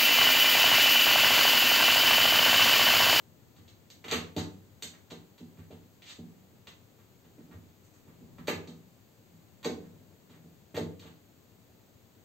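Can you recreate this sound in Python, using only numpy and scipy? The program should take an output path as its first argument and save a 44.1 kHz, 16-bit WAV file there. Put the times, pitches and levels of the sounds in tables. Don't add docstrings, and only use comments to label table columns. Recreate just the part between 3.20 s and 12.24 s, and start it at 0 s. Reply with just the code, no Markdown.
import sys
import numpy as np
from scipy import signal
from scipy.fft import rfft, irfft, next_fast_len
from scipy.io import wavfile
from scipy.ndimage import uniform_filter1d

SR = 44100
rng = np.random.default_rng(int(sys.argv[2]) if len(sys.argv) > 2 else 0)


def linear_from_db(decibels):
    return 10 ** (np.asarray(decibels, float) / 20)


def generate_wav(sig):
    pcm = np.round(np.clip(np.atleast_2d(sig).T, -1, 1) * 32767).astype(np.int16)
    wavfile.write(sys.argv[1], SR, pcm)


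N = 398663
PADDED = next_fast_len(N)

# [Hz, dB, s]
DOOR_MODES = [(83.6, -4.5, 0.45), (97.9, -7, 1), (165, -0.5, 0.62), (190.4, -7.5, 0.83), (237, -7.5, 0.52),
              (254.3, -9.5, 0.54), (294.4, 1.5, 0.14), (338.7, -10, 0.27), (383.5, -6.5, 0.28),
              (424.7, -7.5, 0.25), (446, 0, 0.18), (477, 0.5, 0.11), (508.6, -17, 0.27),
              (593.5, -4.5, 0.16), (652, -3.5, 0.084), (750.5, -14.5, 0.31), (883, -10, 0.25),
              (1000, -30, 0.14), (1130, -30, 0.044)]
# [Hz, dB per Hz]
METAL_COLOUR = [(300, -8), (600, -8.5), (1050, -4.5), (1550, -6.5), (2050, -0.5), (2450, -2.5), (3100, 0),
                (3800, 2.5), (4700, 0.5), (6300, 4.5), (8500, 0.5), (12000, -5.5), (14000, -1.5),
                (15800, -20)]
# [Hz, s]
TILE_DECAY = [(300, 0.54), (1000, 0.38), (3000, 0.31), (8000, 0.32), (15000, 0.23)]
# [Hz, -1 to 1]
LIKENESS = [(60, 0.51), (200, 0.82), (500, 0.44), (1200, 0.0026), (2500, 0.14), (5000, 0.0045),
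            (8000, 0.99), (14000, 0.9)]
# [Hz, dB per Hz]
FLOOR_COLOUR = [(40, -22), (75, -9.5), (100, 1), (130, -4.5), (250, -7), (450, -11.5), (900, -18.5),
                (1500, -23), (3000, -25), (5000, -25), (7200, -25.5), (8600, -32), (13000, -28.5),
                (16000, -27)]
# [Hz, Hz, dB, dB]
DIM_BANDS = [(4790, 6120, -4, -5.5), (8666, 11730, -37, -9), (4850, 5530, -4, 1)]
# [Hz, Hz, dB, dB]
CLOSED_TOP = [(15830, 30000, -90, -90)]
# [Hz, dB]
LEAN_HITS = [(60, -4), (110, -1), (200, -1), (380, -2), (700, 0.5), (1290, -1.5), (2380, -1.5), (4400, -1),
             (8120, -2.5), (15000, -5)]
# [Hz, dB]
LEAN_FLOOR = [(60, 8.5), (110, 6.5), (200, 3.9), (380, 4.1), (700, 1.4), (1290, 3), (2380, 0.61),
              (4400, 0.5), (8120, 2.5), (15000, 1.0)]

# [s, dB, Hz]
CLAW_TICKS = [
    (0.479, -45.5, 4000),
    (0.701, -39, 4580),
    (1.164, -29.5, 3900),
    (1.623, -26.5, 3900),
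    (1.625, -30.5, 7500),
    (2.82, -44.5, 2970),
    (7.794, -43.5, 3880),
]
# [s, dB, Hz]
LATCH_CHATTER = [
    (0.904, -28.5, 2480),
    (0.912, -18.5, 4280),
    (0.918, -20.5, 1970),
    (0.925, -17.5, 2570),
    (0.932, -23, 1140),
    (0.946, -24, 3150),
    (0.976, -42, 1810),
]
# [s, dB, Hz]
LEVER_KNOCKS = [
    (0.841, -37, 2240),
    (0.859, -50, 2100),
    (0.881, -31, 3170),
    (1.735, -51.5, 1800),
    (1.901, -46.5, 3540),
    (1.907, -38.5, 3540),
    (2.179, -48, 3550),
    (3.47, -38.5, 2980),
]
# [s, dB, Hz]
LEVER_SLAMS = [
    (1.18, -31.5, 4000),
    (5.183, -45.5, 1190),
    (5.28, -24, 1990),
    (5.294, -49, 3920),
    (5.319, -50, 3600),
    (5.473, -46.5, 3790),
    (6.445, -28.5, 4080),
    (6.448, -33, 2050),
    (7.565, -29.5, 3540),
]
# [s, dB, Hz]
SWINGS_AND_BRUSHES = [
    (4.634, -57, 6900),
    (4.734, -55, 6500),
    (5.271, -29.5, 3830),
    (6.428, -42.5, 2960),
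    (7.543, -38, 2030),
]
# [s, dB, Hz]
PAD_PATS = [(.361, -58, 3450), (2.371, -58, 2110), (2.385, -56, 1300), (2.506, -55.5, 2820),
            (3.785, -61, 1300), (4.04, -63, 2800), (4.18, -63, 1300), (4.31, -55.5, 1400),
            (4.875, -62, 1000), (6.639, -58, 1360), (7.094, -58, 3150), (7.132, -59.5, 1900),
            (7.821, -51, 2850), (7.858, -52.5, 2730)]
# [table, s, dB, dB]
CONTACTS = [
    (CLAW_TICKS, 0.00212, -43, -4),
    (LATCH_CHATTER, 0.0021, -16.5, -11),
    (LEVER_KNOCKS, 0.0037, -3, -6.5),
    (LEVER_SLAMS, 0.0031, 1.5, -6.5),
    (SWINGS_AND_BRUSHES, 0.01, -2, -2),
    (PAD_PATS, 0.0089, 3.2, -1.5),
]

# [s, dB, Hz, dB per octave]
DOOR_JOLTS = [(0.849, -39.5, 447, 3), (0.922, -25, 465, 5.5), (0.944, -30.5, 423, 1.5),
              (0.973, -36, 165, 4.5), (1.166, -23.5, 446, 1.5), (1.627, -43, 470, 1),
              (1.913, -37, 457, 3.5), (2.505, -40, 473, 1), (5.283, -21.5, 510, 13.5),
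              (5.319, -33.5, 444, -3), (5.479, -38, 250, 7), (6.453, -20.5, 445, 12.5),
              (6.489, -29.5, 387, 5), (6.649, -47, 186, 11), (7.544, -31, 278, 0), (7.573, -22.5, 504, 9.5),
              (7.609, -27.5, 287, 2.5), (7.848, -43, 176, 1)]
# [s, dB, Hz, dB per octave]
PAW_STEPS = [(0.068, -54.5, 171, 11), (0.368, -48.5, 118, 9), (0.725, -54, 99.6, 5), (2.204, -38.5, 237, 9),
             (2.38, -39.5, 101, 4), (2.987, -36.5, 229, 6), (3.039, -43, 192, 18), (3.293, -51, 194, 5),
             (3.465, -52.5, 180, 1), (4.039, -48.5, 156, 5), (4.18, -45, 272, 10), (4.295, -44.5, 175, 5),
             (4.339, -38, 99, 4.5), (4.447, -49, 104, 23), (4.866, -48.5, 107, 1.1), (5.01, -45.5, 248, 15),
             (5.1, -59, 253, 23), (5.186, -39, 165, 8), (5.983, -56, 168, 2), (6.12, -51, 175, 13.5),
             (6.909, -63, 180, -6), (7.093, -48.5, 226, 4), (7.162, -50, 175, 2), (7.242, -46.5, 169, 4),
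             (8.487, -51, 172, 1)]
# [table, s, 0 to 1, dB, share per dB]
BLOWS = [
    (DOOR_JOLTS, 0.0049, 0.82, -31, .02),
    (PAW_STEPS, 0.0085, 0.77, -52.5, 0.014),
]
# [s, dB]
SWELLS = [
    (.4, 2),
    (1.4, 2),
    (3.2, 1.5),
    (4.3, 2.5),
    (5.15, 6.5),
    (6.65, 5.5),
    (7.4, 1),
]


def at_hz(points, hz):
    points = np.array(points)
    return np.interp(np.log(hz), np.log(points[:, 0]), points[:, 1])


def ring(force, hz, t60):
    r, w = linear_from_db(-60 / (t60 * SR)), 2 * np.pi * hz / SR
    return signal.lfilter([0, np.sin(w)], [1, -2 * r * np.cos(w), r * r], force + 1e-18)


def peak_one(x):
    return x / (np.abs(x).max() + 1e-20)


def bright(x, hz, turns):
    return peak_one(ring(x, hz, turns / hz))


def add(track, start_s, sound, level_db):
    at = max(round(start_s * SR), 0)
    track[at:at + len(sound)] += linear_from_db(level_db) * sound[:N - at]


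def filtered(x, order, hz, kind):
    return signal.sosfilt(signal.butter(order, hz, kind, fs=SR, output="sos"), x)


def band_only(spectrum, hz, low_hz, high_hz):
    return irfft(spectrum * (hz > low_hz) * (hz <= high_hz), PADDED)[:, :N]


def stereo_noise(size, db_of_hz):
    hz = np.maximum(np.fft.rfftfreq(size, 1 / SR), 1)
    mid, side = rfft(rng.standard_normal((2, size))) * linear_from_db(db_of_hz(hz))
    alike = np.clip(at_hz(LIKENESS, hz), -1, 1)
    shared = np.sqrt((1 + alike) / 2) * mid
    opposed = np.sqrt((1 - alike) / 2) * side
    return irfft(shared + opposed * [[1], [-1]], size)


def dim_and_lean(x, column, lean):
    hz = np.maximum(np.fft.rfftfreq(PADDED, 1 / SR), 1)
    dim_db = sum(row[column] * (hz > row[0]) * (hz < row[1]) for row in DIM_BANDS + CLOSED_TOP) * 1.0
    dim_db = uniform_filter1d(dim_db, size=N // 500)
    lean_db = at_hz(lean, hz) * [[0.5], [-0.5]]
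    return irfft(rfft(x, PADDED) * linear_from_db(dim_db + lean_db), PADDED)[:, :N]


def house_floor(hits):
    floor_db, rumble_db, swell_s = -59, 1.07, 0.27
    noise = dim_and_lean(stereo_noise(PADDED, lambda hz: at_hz(FLOOR_COLOUR, hz)), column=3, lean=LEAN_FLOOR)
    rumble = filtered(noise, 1, 400, "low")
    t = np.arange(N) / SR
    swell_db = rumble_db + sum(db * np.exp(-((t - s) / swell_s) ** 2) for s, db in SWELLS)
    noise = noise + rumble * (linear_from_db(swell_db) - 1)
    level = linear_from_db(floor_db) / noise.std()

    hz = np.fft.rfftfreq(PADDED, 1 / SR)
    spectrum = rfft(noise, PADDED)
    edges = np.linspace(DIM_BANDS[1][0], DIM_BANDS[1][1], 5)
    treble = filtered(hits[0], 2, 2000, "high")
    loudness = uniform_filter1d(treble ** 2, size=1024, origin=500) / linear_from_db(-49.5) ** 2
    for low_hz, high_hz, early_db in zip(edges, edges[1:], (1, 0, 14, 14)):
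        over = (loudness * linear_from_db(2 * early_db)) ** 2
        noise = noise - band_only(spectrum, hz, low_hz, high_hz) * over / (1 + over)
    return level * noise


def thuds():
    out, t = np.zeros(N), np.arange(SR // 2)[:, None] / SR
    mode_hz, mode_db, t60 = np.transpose(DOOR_MODES)
    count = len(mode_hz)
    blows = sorted((*row, *shared) for rows, *shared in BLOWS for row in rows)
    for start_s, peak_db, hz, fall_db, rise_s, ring_mid, mid_db, ring_loss in blows:
        ring_share = np.clip(ring_mid - ring_loss * (peak_db - mid_db), 0.3, 1)
        spread_db = rng.normal(0, 1.5, count)
        strength = linear_from_db(mode_db + spread_db - fall_db * abs(np.log2(mode_hz / hz)))
        modes = np.sin(2 * np.pi * (mode_hz * t + rng.random(count)))
        modes = modes * linear_from_db(-60 * t / (t60 * ring_share))
        swell_in = (1 - np.exp(-t / rise_s)) ** 2
        add(out, start_s - 0.004, peak_one((modes * swell_in) @ strength), peak_db)
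    return out


def rattle(length_s, roughness_db):
    t = np.arange(4096) / SR / length_s
    grains = rng.standard_normal(4096) * linear_from_db(roughness_db * rng.standard_normal(128)).repeat(32)
    spectrum = rfft(grains * (1 - np.exp(-t / 0.75)) * np.exp(-t), 8192)
    smooth_power = uniform_filter1d(np.abs(spectrum) ** 2, size=60)
    return irfft(spectrum / np.sqrt(smooth_power), 8192)[:4096]


def clacks():
    out = np.zeros(N)
    contacts = sorted((*row, *shared) for rows, *shared in CONTACTS for row in rows)
    for start_s, peak_db, bright_hz, rattle_s, dull_db, sharp_db in contacts:
        burst = rattle(rattle_s, roughness_db=3)
        dull = linear_from_db(dull_db) * bright(burst, 1120, turns=1.72)
        edge = filtered(burst, 2, 5000, "high")
        air = filtered(edge, 2, 10000, "high")
        sharp = linear_from_db(sharp_db) * peak_one(edge + (linear_from_db(0.41 * sharp_db + 9.5) - 1) * air)
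        add(out, start_s, bright(burst, bright_hz, turns=3.54) + dull + sharp, peak_db - 4.5)
    return out


def slide():
    peak_s, level_db, rise_s, fall_s, lead_s = 2.905, -48, 0.069, 0.022, 0.09
    out = np.zeros(N)
    t = np.arange(SR // 5) / SR - lead_s
    level_db = level_db - 16 * abs(t / np.where(t < 0, rise_s, fall_s)) ** 1.7
    grains = rng.standard_normal(len(t)) * linear_from_db(2.3 * rng.standard_normal(len(t)))
    drag = linear_from_db(-38) * peak_one(grains)
    drag = drag + bright(grains, 3150, turns=5.4) + linear_from_db(5) * bright(grains, 4300, turns=3.1)
    add(out, peak_s - lead_s, drag / drag.std() * linear_from_db(level_db), -8)
    return out


def bathroom(x, colour, wet_db):
    t, lead = np.arange(SR // 2) / SR, 64
    hz = np.maximum(np.fft.rfftfreq(len(t), 1 / SR), 1)
    spectrum = rfft(stereo_noise(len(t), colour))
    direct = np.roll(irfft(linear_from_db(colour(hz)), len(t)), lead) * (t < 2 * lead / SR)
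    tail = linear_from_db(-wet_db) * direct
    for centre_hz in 62.5 * 2 ** np.arange(9):
        share = np.clip(1 - abs(np.log2(hz / centre_hz)), 0, 1)
        decay = (1 - np.exp(-t / 0.0042)) * linear_from_db(-60 * t / at_hz(TILE_DECAY, centre_hz))
        tail = tail + irfft(spectrum * share, len(t)) * decay
    tail = tail / np.sqrt(np.mean(np.sum(tail ** 2, axis=1)))
    return signal.fftconvolve(x, tail, axes=1)[:, lead:lead + N]


def duck_band(x):
    low_hz, high_hz, threshold_db = 4920, 5625, -42.5
    hz = np.fft.rfftfreq(PADDED, 1 / SR)
    treble = filtered(x[0], 2, 2500, "high")
    loudness = uniform_filter1d(treble ** 2, size=2048, origin=-400) / linear_from_db(threshold_db) ** 2
    over = loudness ** 2
    return x - band_only(rfft(x, PADDED), hz, low_hz, high_hz) * over / (1 + over)


def wood_colour(hz):
    return at_hz([(100, -9), (260, 2.5), (1000, 0)], hz)


def scene():
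    blows = thuds()[None]
    wood = linear_from_db(-2.5) * blows + linear_from_db(-6) * bathroom(blows, wood_colour, wet_db=-23.5)
    contacts = (clacks() + slide())[None]
    metal = linear_from_db(9) * bathroom(contacts, lambda hz: at_hz(METAL_COLOUR, hz), wet_db=-22)
    hits = dim_and_lean(metal + wood, column=2, lean=LEAN_HITS)
    hits = filtered(hits, 4, 70, "high")
    return duck_band(hits + house_floor(hits))


def low_pass(x):
    return signal.sosfilt(signal.butter(12, 16320, fs=SR, output="sos"), x)


def record(dry):
    return low_pass(dry)


dry = scene()
out = record(dry)
generate_wav(out)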